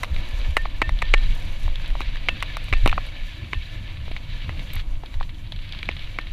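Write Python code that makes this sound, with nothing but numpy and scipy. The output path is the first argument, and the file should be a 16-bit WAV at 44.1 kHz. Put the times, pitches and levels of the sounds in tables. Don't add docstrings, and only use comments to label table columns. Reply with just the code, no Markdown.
import sys
import numpy as np
from scipy import signal
from scipy.fft import rfft, irfft
from scipy.io import wavfile
from scipy.ndimage import uniform_filter1d

SR = 44100
rng = np.random.default_rng(int(sys.argv[2]) if len(sys.argv) > 2 else 0)


def output_pcm(signal):
    pcm = np.clip(np.atleast_2d(signal).T, -1, 1) * 32767
    wavfile.write(sys.argv[1], SR, np.round(pcm).astype(np.int16))


def gain_from_db(level_db):
    decades = np.asarray(level_db, float) / 20
    return 10 ** decades


N = 278712
T = np.arange(N) / SR

# frequency [Hz], density [dB per Hz].
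GROUND_COLOUR = [(88, -14.5), (150, -17.5), (205, -5), (244, -0.5), (524, 0), (837, -11), (960, -7.5),
                 (1360, -14), (2270, -9), (3840, -8), (5050, -23), (6020, -22), (8560, -32), (15200, -32),
                 (15550, -57.5)]
# frequency [Hz], width [Hz], lift [dB].
CASE_MODES = [(330, 111, 6), (979, 42, 2.5), (1750, 36.6, -18), (2280, 70.6, 5.5), (3157, 364, -0.5),
              (3973, 94.4, -4), (4610, 93, 8), (6100, 910, 2), (7198, 210, 8), (9726, 277, 7.5)]
# frequency [Hz], level [dB].
WHINE_TONES = [(12618, -81)]
# time [s], level [dB].
WIND_LEVEL = [(0, -41.5), (.3, -27.5), (.7, -22.5), (1.5, -24), (2.2, -27), (2.65, -29), (3.1, -34.5),
              (3.5, -41.5), (4, -30.5), (4.6, -36), (5.05, -37), (5.35, -34), (5.9, -36), (6.32, -32.5)]
# start [s], hold [s], level [dB], edge [s].
WALL_HEAVES = [(0, 0.013, -23, 0.0098), (0.146, 0.043, -21.5, 0.0326), (0.419, 0.067, -21.5, 0.041),
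               (0.932, 0.0127, -22, 0.0205), (1.104, 0.195, -17.5, 0.031), (1.668, 0.0157, -17.5, 0.047),
               (1.896, 0.0212, -16.5, 0.0141), (2.067, 0.036, -24.5, 0.0215), (2.727, 0.1725, -13, 0.0043),
               (2.966, 0.0116, -28, 0.05), (3.228, 0.0207, -26, 0.0226), (3.576, 0.0112, -24.5, 0.0198),
               (3.753, .02, -32.5, 0.029), (4.107, 0.0133, -22, 0.0175), (4.355, 0.025, -26.5, 0.0262),
               (4.57, 0.0204, -34, 0.0215), (4.759, 0.185, -24, 0.034), (5.166, 0.035, -22.5, 0.0314),
               (5.579, 0.0234, -31, 0.019), (6.021, 0.0071, -28, 0.0244), (6.312, .02, -30.5, 0.064)]
# time [s], level [dB].
WIND_PUFFS = [(0, -26), (.14, -37), (.35, -39.5), (.54, -37), (.9, -49.5), (1.04, -47.5), (1.32, -32.5),
              (1.99, -45.5), (2.69, -42.5), (2.85, -27.5), (2.94, -33), (3.24, -41.5), (3.41, -37),
              (3.55, -33), (3.75, -34.5), (4.49, -33), (4.79, -42), (5.56, -51), (5.93, -33.5),
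              (6.3, -45.5)]
# time [s], peak [dB], pitch [Hz].
ROOT_JOLTS = [(0.117, -15, 57.6), (0.341, -19.5, 65.4), (.495, -15, 68.6), (.885, -15, 62),
              (1.659, -16, 72.4), (2.728, -14.5, 77.6), (2.844, -15.5, 80), (3.58, -18, 54.7),
              (3.992, -22, 69.3), (4.769, -20, 81.8), (5.169, -22, 69.9)]
# time [s], level [dB].
ROUGHNESS = [(0, 5), (.19, 1), (.46, 4.5), (.65, -0.5), (1.05, -0.5), (1.28, 2.5), (1.6, 1), (2.08, 0.5),
             (3.08, 1.5), (3.3, -4.5), (3.64, -2.5), (4.1, -2), (4.7, 0), (4.96, -3.5), (5.54, -6),
             (5.8, -4.5), (6.16, -2), (6.32, -5.5)]
# time [s], level [dB].
LITTER_DEPTH = [(0, -1), (.19, 0.5), (.46, 3), (.63, -1.5), (1.05, 2.5), (1.28, 4.5), (1.51, 0), (2.53, 4),
                (3.27, 2), (3.52, -1), (3.64, 2.5), (4.1, -3), (4.7, 0), (4.96, -7), (5.54, -7.5),
                (5.72, 1.5), (5.88, 2.5), (6.32, -2.5)]
# start [s], end [s], lift [dB].
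LEAF_DRIFTS = [(4.284, 4.448, 3.5), (4.696, 4.814, 6.5), (0.173, 0.352, 2.5), (0.73, .82, 0),
               (5.44, 5.6, 3.5), (5.615, 5.7, 2.5), (.66, 0.677, 1.5), (2, 2.1, 3.5), (2.36, 2.56, 1.5),
               (2.7, 2.9, 1.5), (1.274, 1.252, 1), (5.93, 6.09, 0)]
# start [s], end [s], lift [dB].
STRAW_PATCHES = [(1.18, 1.68, 3.5), (2.75, 2.95, 2.5), (3.2, 3.75, 3.5), (4.85, 5.4, 3.5)]
# time [s], peak [dB], pitch
# [Hz].
GRIT_TICKS = [(.0797, -53, 5670), (.1416, -39, 5690), (.2034, -43, 5510), (.3097, -42, 6220),
              (.5678, -22, 5550), (.5855, -50, 6000), (1.2371, -46, 5200), (1.283, -49.5, 5240),
              (1.4222, -43, 5600), (1.4511, -39.5, 5590), (1.5968, -41, 5900), (1.6332, -41, 6000),
              (1.9021, -43, 5860), (4.735, -35, 6000), (4.755, -39, 5980), (0.288, -37.5, 5800),
              (0.5062, -39, 5860), (0.6175, -43, 5880), (1.3049, -40.5, 5950), (1.3503, -38.5, 5970),
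              (1.3768, -44.5, 6100), (1.399, -41, 6000), (1.8781, -38.5, 6380), (2.5002, -49, 5500),
              (2.6893, -40.5, 5950)]
# time [s], peak [dB], pitch [Hz].
STRAW_SIZZLES = [(1.6267, -45, 9570), (2.6409, -33.5, 11450), (2.8938, -51, 8500), (2.913, -44.5, 9600),
                 (2.9662, -43.5, 8250), (3.0649, -38, 9140), (4.593, -47.5, 8020), (.568, -34.5, 13040),
                 (.576, -47.5, 8600), (4.478, -51.5, 12000), (.62, -55.5, 11500)]
# start [s], length [s], level [dB].
STALK_SCRAPES = [(4.732, 0.0066, -39), (4.7532, 0.0044, -40)]
# time [s], low ring [dB], high ring [dB].
METAL_RINGS = [(0.57, -30, -44), (0.823, -30.5, -38), (1.025, -36, -46.5), (1.138, -31, -54.5),
               (2.286, -39.5, -31), (2.737, -37, -34.5), (2.877, -41, -37), (2.929, -44, -50),
               (3.533, -41.5, -40), (5.889, -44, -52), (6.187, -42, -46.5)]
# frequency [Hz], split of the pair [Hz], T60 [s].
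METAL_MODES = [
    (1808, 15, .19),
    (2654, 22, .13),
]
# time [s], peak [dB], pitch [Hz].
DEEP_THUDS = [(.568, -22, 381), (0.819, -20.5, 317.5), (2.007, -29, 330), (2.727, -25.5, 313),
              (2.86, -13.5, 268), (2.875, -24.5, 317), (3.5317, -32, 394), (4.113, -32.5, 276),
              (2.2866, -54.5, 344), (5.891, -32.5, 330), (6.188, -33.5, 294), (2.979, -29.5, 196)]
# time [s], peak [dB], pitch [Hz], hollow [dB], crack [dB].
MOUNT_KNOCKS = [(0.0328, -17, 2038, -1.5, -14), (0.5682, -3.5, 2059, -3, -24),
                (0.8175, -6, 2052, -4, -27.5), (0.8927, -16, 2025, -2, -19.5),
                (1.02, -15.5, 2290, -4.5, -18.5), (1.1389, 1.5, 2280, -12.5, -30.5),
                (2.0057, -24, 2250, 5, -12.5), (2.2862, -4, 2260, -11.5, -37),
                (2.4254, -13.5, 2092, -5, -15), (2.5689, -20, 2280, 1.5, -10.5),
                (2.7272, -9.5, 2192, -12, -27.5), (2.7357, -8.5, 2336, -6.5, -34.5),
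                (2.86, -10, 2270, -1, -16.5), (2.875, -25.5, 2090, 12.5, -6.5),
                (2.876, -9.5, 2810, -28, -15.5), (3.5323, -10.5, 2204, -10.5, -43),
                (4.1124, -34, 2660, -14.5, -19), (4.1649, -19.5, 2167, -21.5, -43),
                (4.4934, -21, 1994, -7, -27), (4.748, -26.5, 2330, -24, -36),
                (5.8299, -18, 2356, -24.5, -35), (5.8895, -11, 2236, -8.5, -46.5),
                (6.1873, -12, 2217, -6.5, -40)]
# time [s], peak [dB], pitch [Hz].
MOUNT_BOUNCES = [(0.0358, -15.5, 2120), (0.0442, -24.5, 2310), (.5698, -13, 2175), (0.5728, -21, 2720),
                 (0.5762, -17.5, 1990), (0.8207, -8.5, 2239), (0.8253, -16, 2240), (1.024, -11.5, 1997),
                 (1.0297, -32.5, 2250), (1.1434, -5.5, 2317), (2.2904, -8.5, 2810), (2.2944, -40.5, 2720),
                 (2.4275, -23.5, 2310), (2.4308, -18.5, 2580), (2.572, -31.5, 1750), (2.7307, -11.5, 2280),
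                 (2.742, -31.5, 2620), (2.8646, -20.5, 2105), (2.8827, -19, 2340), (2.891, -23.5, 2610),
                 (2.8953, -17.5, 2420), (3.536, -36.5, 2680), (3.5441, -26.5, 2690), (4.1159, -27.5, 2280),
                 (4.168, -26.5, 2204), (4.1725, -36, 2280), (5.8926, -40, 2130), (6.1913, -42, 1840)]
# time [s], peak [dB], pitch [Hz], hollow [dB].
WALL_BUMPS = [(0.6539, -25.5, 2120, 4), (0.6564, -37, 2064, 21), (1.679, -35, 1920, 11.5),
              (1.9528, -29.5, 1965, 10), (2.9281, -19, 2510, 7), (2.9315, -33, 1600, 4.5),
              (2.9786, -23, 2433, 11), (2.9801, -23.5, 1942, 10), (2.9835, -36.5, 1480, 12),
              (2.865, -22.5, 1910, 11), (4.494, -35.5, 1205, 7), (5.037, -41.5, 1230, 12.5),
              (5.5235, -41.5, 1810, 7), (4.08, -36, 1193, 7.5), (5.0349, -39.5, 1713, 13.5),
              (5.2092, -32, 1750, 12.5), (5.2105, -34.5, 2310, 14)]
# time [s], peak [dB], pitch [Hz].
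MOUNT_TAPS = [(.3097, -30.5, 2280), (0.447, -27.5, 2560), (1.4225, -30.5, 2250), (1.5303, -36, 2230),
              (1.9031, -30, 1885), (2.6838, -26, 2330), (3.029, -40.5, 2300), (3.3988, -41.5, 2470),
              (3.4451, -32.5, 2750), (4.0662, -47.5, 2110), (4.542, -43.5, 2270), (4.575, -35, 2370),
              (4.7024, -34, 2310), (4.7341, -30, 2250), (4.9541, -41, 2280), (2.501, -33, 1750),
              (1.799, -33.5, 1620), (1.844, -28.5, 1610), (0.1635, -23.5, 2280), (0.4142, -27.5, 2320),
              (2.0145, -23, 2610), (2.0184, -22.5, 2390), (2.1578, -24, 1750), (2.1693, -26, 1970),
              (2.9157, -24, 2210), (3.5283, -29.5, 2180), (3.9712, -32.5, 2490), (4.4442, -29.5, 2670),
              (4.5935, -27.5, 2153), (4.7638, -25, 2070), (4.7945, -30.5, 2550), (5.1409, -30, 1970),
              (5.2011, -32.5, 2000), (5.2282, -28, 1810), (5.2926, -32, 2166), (5.5895, -32, 2310),
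              (5.7334, -28.5, 2410), (5.7482, -28, 2810), (5.9133, -26.5, 2730), (5.966, -25.5, 2270),
              (6.0728, -33, 2850), (6.2697, -29.5, 2170)]
# time [s], peak [dB].
TWIG_SNAPS = [(0.989, -24.5), (0.145, -30), (1.053, -31.5), (1.2369, -26.5), (1.6901, -36), (2.4036, -27),
              (3.0677, -32.5), (5.345, -37.5), (5.8292, -27.5), (1.091, -35.5), (1.134, -25), (2.9142, -29),
              (5.4656, -38), (5.622, -35), (5.6917, -30), (5.8555, -30.5), (6.0217, -34), (6.0436, -31),
              (1.179, -24.5), (1.757, -23), (1.86, -28.5), (4.3, -41), (4.8003, -29), (5.0599, -29.5),
              (5.4733, -40.5), (5.5214, -24), (5.5243, -27.5), (5.5618, -28.5), (5.6756, -41.5),
              (5.7239, -24), (5.7308, -40), (5.7885, -27.5), (5.9932, -28.5), (6.2121, -30)]


def level(x):
    return x / np.sqrt(np.mean(x ** 2))


def band(x, lo_hz, hi_hz, order=2):
    edges = [lo_hz, min(hi_hz, .45 * SR)]
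    return signal.sosfilt(signal.butter(order, edges, "bandpass", fs=SR, output="sos"), x)


def noise(n=N):
    return rng.standard_normal(n)


def walk(rate):
    k = int(SR / rate)
    held = np.repeat(noise(N // k + 1), k)
    return 1.9 * uniform_filter1d(uniform_filter1d(held, k), k)[:N]


def curve(table):
    return np.interp(T, *np.transpose(table))


def lump(s, hold, db, edge):
    outside = np.maximum(s - T, T - s - abs(hold))
    return gain_from_db(db) * np.exp(-np.maximum(outside, 0) / max(edge, .005))


def lifts(table):
    return uniform_filter1d(sum(db * ((T > a) & (T < b)) for a, b, db in table), size=700)


def ring(t, hz, t60, phase=0.):
    return np.sin(2 * np.pi * hz * t + phase) * np.exp(-np.log(1000) * t / t60)


def onset(t, tau):
    return 1 - np.exp(-t / tau)


def add(out, s, sound):
    i = int(s * SR)
    out[i:i + len(sound)] += sound[:max(N - i, 0)]


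def colour(x):
    hz = np.linspace(1, SR / 2, 1025)
    ground_hz, ground_db = np.transpose(GROUND_COLOUR)
    db = np.interp(np.log(hz), np.log(ground_hz), ground_db)
    db = db + sum(lift / (1 + (2 * (hz - f) / w) ** 2) for f, w, lift in CASE_MODES)
    cepstrum = irfft(np.log(gain_from_db(db)))
    cepstrum[1:1024] *= 2
    cepstrum[1025:] = 0
    response = irfft(np.exp(rfft(cepstrum)))
    return signal.fftconvolve(x, response)[:N]


def electronic_whine():
    return sum(gain_from_db(db) * np.sin(2 * np.pi * hz * T + 1.5 * walk(9)) for hz, db in WHINE_TONES)


def capsule_hiss():
    hiss = band(colour(noise()), 7560, 14100, order=3) * gain_from_db(0.69 * walk(19))
    return gain_from_db(-71) * level(hiss)


def wind_on_case():
    wind = gain_from_db(curve(WIND_LEVEL))
    heave = wind + sum(lump(*h) for h in WALL_HEAVES)
    buffet_db, stiffening = -37.5, 0.118
    buffet = gain_from_db(buffet_db) * (wind / heave) ** stiffening
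    buffet = buffet + sum(lump(s, 0, db, 0.0231) for s, db in WIND_PUFFS)
    slow = band(noise(), 9.24, 32.57, order=3)
    quick = band(noise(), 38.14, 107.0)
    slow = slow / (uniform_filter1d(slow ** 2, size=2600) + 1e-9) ** 0.248
    quick = quick / (uniform_filter1d(quick ** 2, size=2600) + 1e-9) ** 0.386
    return band(heave * level(slow) + buffet * level(quick) * gain_from_db(1.84 * walk(21)), 7.03, 260)


def jolts():
    out, t = np.zeros(N), np.arange(6000) / SR
    for s, db, hz in ROOT_JOLTS:
        sagging_hz = hz * (1 + .25 * np.exp(-t / .02))
        add(out, s - .012, gain_from_db(db + 5) * onset(t, .01) * ring(t, sagging_hz, .14))
    return out


def crackle(rate, scatter_db, hiss_db):
    chance = rng.random((3, N))
    size_db = -scatter_db * np.log(chance[2] + .01)
    clicks = (chance[0] < rate / SR) * np.sign(chance[1] - .5) * gain_from_db(size_db)
    smear = np.exp(-np.arange(120) / 22) * noise(120)
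    smeared = np.convolve(clicks, level(smear))[:N]
    return level(smeared * 0.086 + clicks) + gain_from_db(hiss_db) * noise()


def grains(rate, scatter_db):
    out = np.zeros(N)
    for hz, width, _ in CASE_MODES[2:6]:
        chance = rng.random((2, N))
        size_db = -scatter_db * np.log(chance[1] + .01)
        crumbs = (chance[0] < rate / SR) * gain_from_db(size_db)
        out += band(crumbs, hz - 1.12 * width, hz + 0.46 * width) / np.sqrt(width)
    return level(band(out, 1300, 4600, order=4))


def tyres_on_litter():
    rough_db, litter_db, drift_db = curve(ROUGHNESS), curve(LITTER_DEPTH), lifts(LEAF_DRIFTS)
    hum = gain_from_db(-43.5 + rough_db)
    leaf = gain_from_db(-45 + litter_db + drift_db)
    rustle = gain_from_db(-62 + 0.914 * rough_db + 0.207 * litter_db + 0.4 * drift_db + lifts(STRAW_PATCHES))
    patch, tread, litter, straw = .6 * walk(24), .8 * walk(15), walk(50), 1.5 * walk(35)
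    low = level(band(colour(crackle(900, 1.35, 0.49)), 103.6, 1625, order=3))
    rumble = band(low, 100, 430) * gain_from_db(-2 - 0.3 * rough_db + 0.6 * tread)
    low = band(low, 430, 2600) + rumble
    shared = crackle(1800, 3.0, 5)
    mid = level(band(colour(shared), 1450, 4900, order=3)) + .5 * grains(70, 3.0)
    high = band(colour(.6 * shared + crackle(500, 3.3, 4)), 4900, 15800, order=3)
    out = hum * low * gain_from_db(patch + tread)
    out = out + leaf * level(mid) * gain_from_db(patch + litter)
    return out + rustle * level(high) * gain_from_db(patch + straw)


def grit_ticks():
    out, t = np.zeros(N), np.arange(1200) / SR
    for table, lo_hz, fade in ((GRIT_TICKS, 4800, .005), (STRAW_SIZZLES, 7500, .004)):
        for s, db, hz in table:
            grit = noise(len(t))
            fizz = 0.524 * band(grit, lo_hz, 12100) + 2.77 * band(grit, 1.096 * hz, 1.097 * hz)
            add(out, s - .0005, gain_from_db(db) * fizz * onset(t, 0.00044) * np.exp(-t / fade))
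    return out


def stalk_scrapes():
    out, t = np.zeros(N), np.arange(1200) / SR
    for s, length, db in STALK_SCRAPES:
        grit = noise(len(t))
        fizz = 0.74 * band(grit, 7700, 15500) + 2.13 * band(grit, 11420, 13380)
        release = np.exp(-np.maximum(t - length, 0) / 0.00153)
        add(out, s, gain_from_db(db) * fizz * onset(t, 0.00067) * release)
    return out


def metal_rings():
    out, t = np.zeros(N), np.arange(12000) / SR
    for s, *dbs in METAL_RINGS:
        for (hz, split, t60), db in zip(METAL_MODES, dbs):
            upper = ring(t, hz + split / 2, t60)
            lower = ring(t, hz - split / 2, 1.515 * t60)
            add(out, s, gain_from_db(db) * (upper - 1.05 * lower))
    return out


def thuds():
    out, t = np.zeros(N), np.arange(1400) / SR
    for s, db, hz in DEEP_THUDS:
        modes = ring(t, hz, 0.0144) - .5 * ring(t, 2.478 * hz, 0.018)
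        add(out, s, -gain_from_db(db + 7.5) * onset(t, 0.000216) * modes)
    return band(out, 48, 16100)


def blows():
    hard = list(MOUNT_KNOCKS)
    for s, db, hz in MOUNT_BOUNCES:
        *_, hollow_db, crack_db = [k for k in MOUNT_KNOCKS if k[0] < s][-1]
        hard.append((s, db, hz, hollow_db - 2, crack_db - 4.5))
    rows = []
    for s, db, hz, hollow_db, crack_db in hard:
        bright_db = -7 + 0.343 * crack_db - 0.138 * db
        rows.append((s, db, hz, hollow_db, bright_db, crack_db))
    rows += [(*bump, -17, -30) for bump in WALL_BUMPS]
    rows += [(*tap, -12.5, -6.5, -28) for tap in MOUNT_TAPS]
    return rows + [(*snap, 3392, -19, -5, -23) for snap in TWIG_SNAPS]


def knocks():
    out, t = np.zeros(N), np.arange(1400) / SR
    rows = blows()
    chance = np.clip(rng.standard_normal((len(rows), 4)), -2, 2)
    push = onset(t, 0.000216)
    for (s, db, hz, hollow_db, bright_db, crack_db), c in zip(rows, chance):
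        grit = noise(len(t))
        shell = ring(t, hz, 0.00768) + 0.278 * ring(t, 1.22 * hz * (1 + 0.0607 * c[0]), 0.01167, c[1])
        hollow = ring(t, hz / 2, 0.00803)
        hollow = hollow - 0.314 * ring(t, 0.295 * hz, 0.01352) - 0.586 * ring(t, 0.632 * hz, 0.00446)
        bright = ring(t, 3750 * (1 + 0.033 * c[2]), 0.00788)
        crack_fade = np.exp(-t / 0.00085) + 0.075 * np.exp(-t / 0.0016)
        crack = 1.214 * band(grit, 5200, 10450, order=1) * crack_fade
        crack = crack + .55 * ring(t, 5550 * (1 + 0.04 * c[3]), 0.008)
        light = db < -24
        touch = push ** 3 if light else push
        chatter = 0.385 * band(grit, 291, 2140) * np.exp(-t / 0.00343)
        crunch = 0.567 * push * band(grit, 0.771 * hz, 4110, order=4) * np.exp(-t / 0.00833)
        chatter = chatter + light * crunch
        blow = shell + chatter - gain_from_db(hollow_db) * hollow + gain_from_db(bright_db) * bright
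        add(out, s, gain_from_db(db + 4.5) * (touch * blow + gain_from_db(crack_db) * crack))
    return band(out, 48, 16100)


def scene():
    background = electronic_whine() + capsule_hiss() + wind_on_case() + jolts()
    ground = tyres_on_litter() + grit_ticks() + stalk_scrapes()
    return (background + ground + metal_rings() + thuds() + knocks())[None]


def low_pass(x):
    return signal.sosfilt(signal.butter(12, 16470, fs=SR, output="sos"), x)


def record(dry):
    rounded = np.tanh(0.8105 * dry) / 0.839
    top_cut = signal.butter(8, 15200, fs=SR, output="sos")
    finished = signal.sosfilt(top_cut, rounded)
    return low_pass(finished)


dry = scene()
out = record(dry)
output_pcm(out)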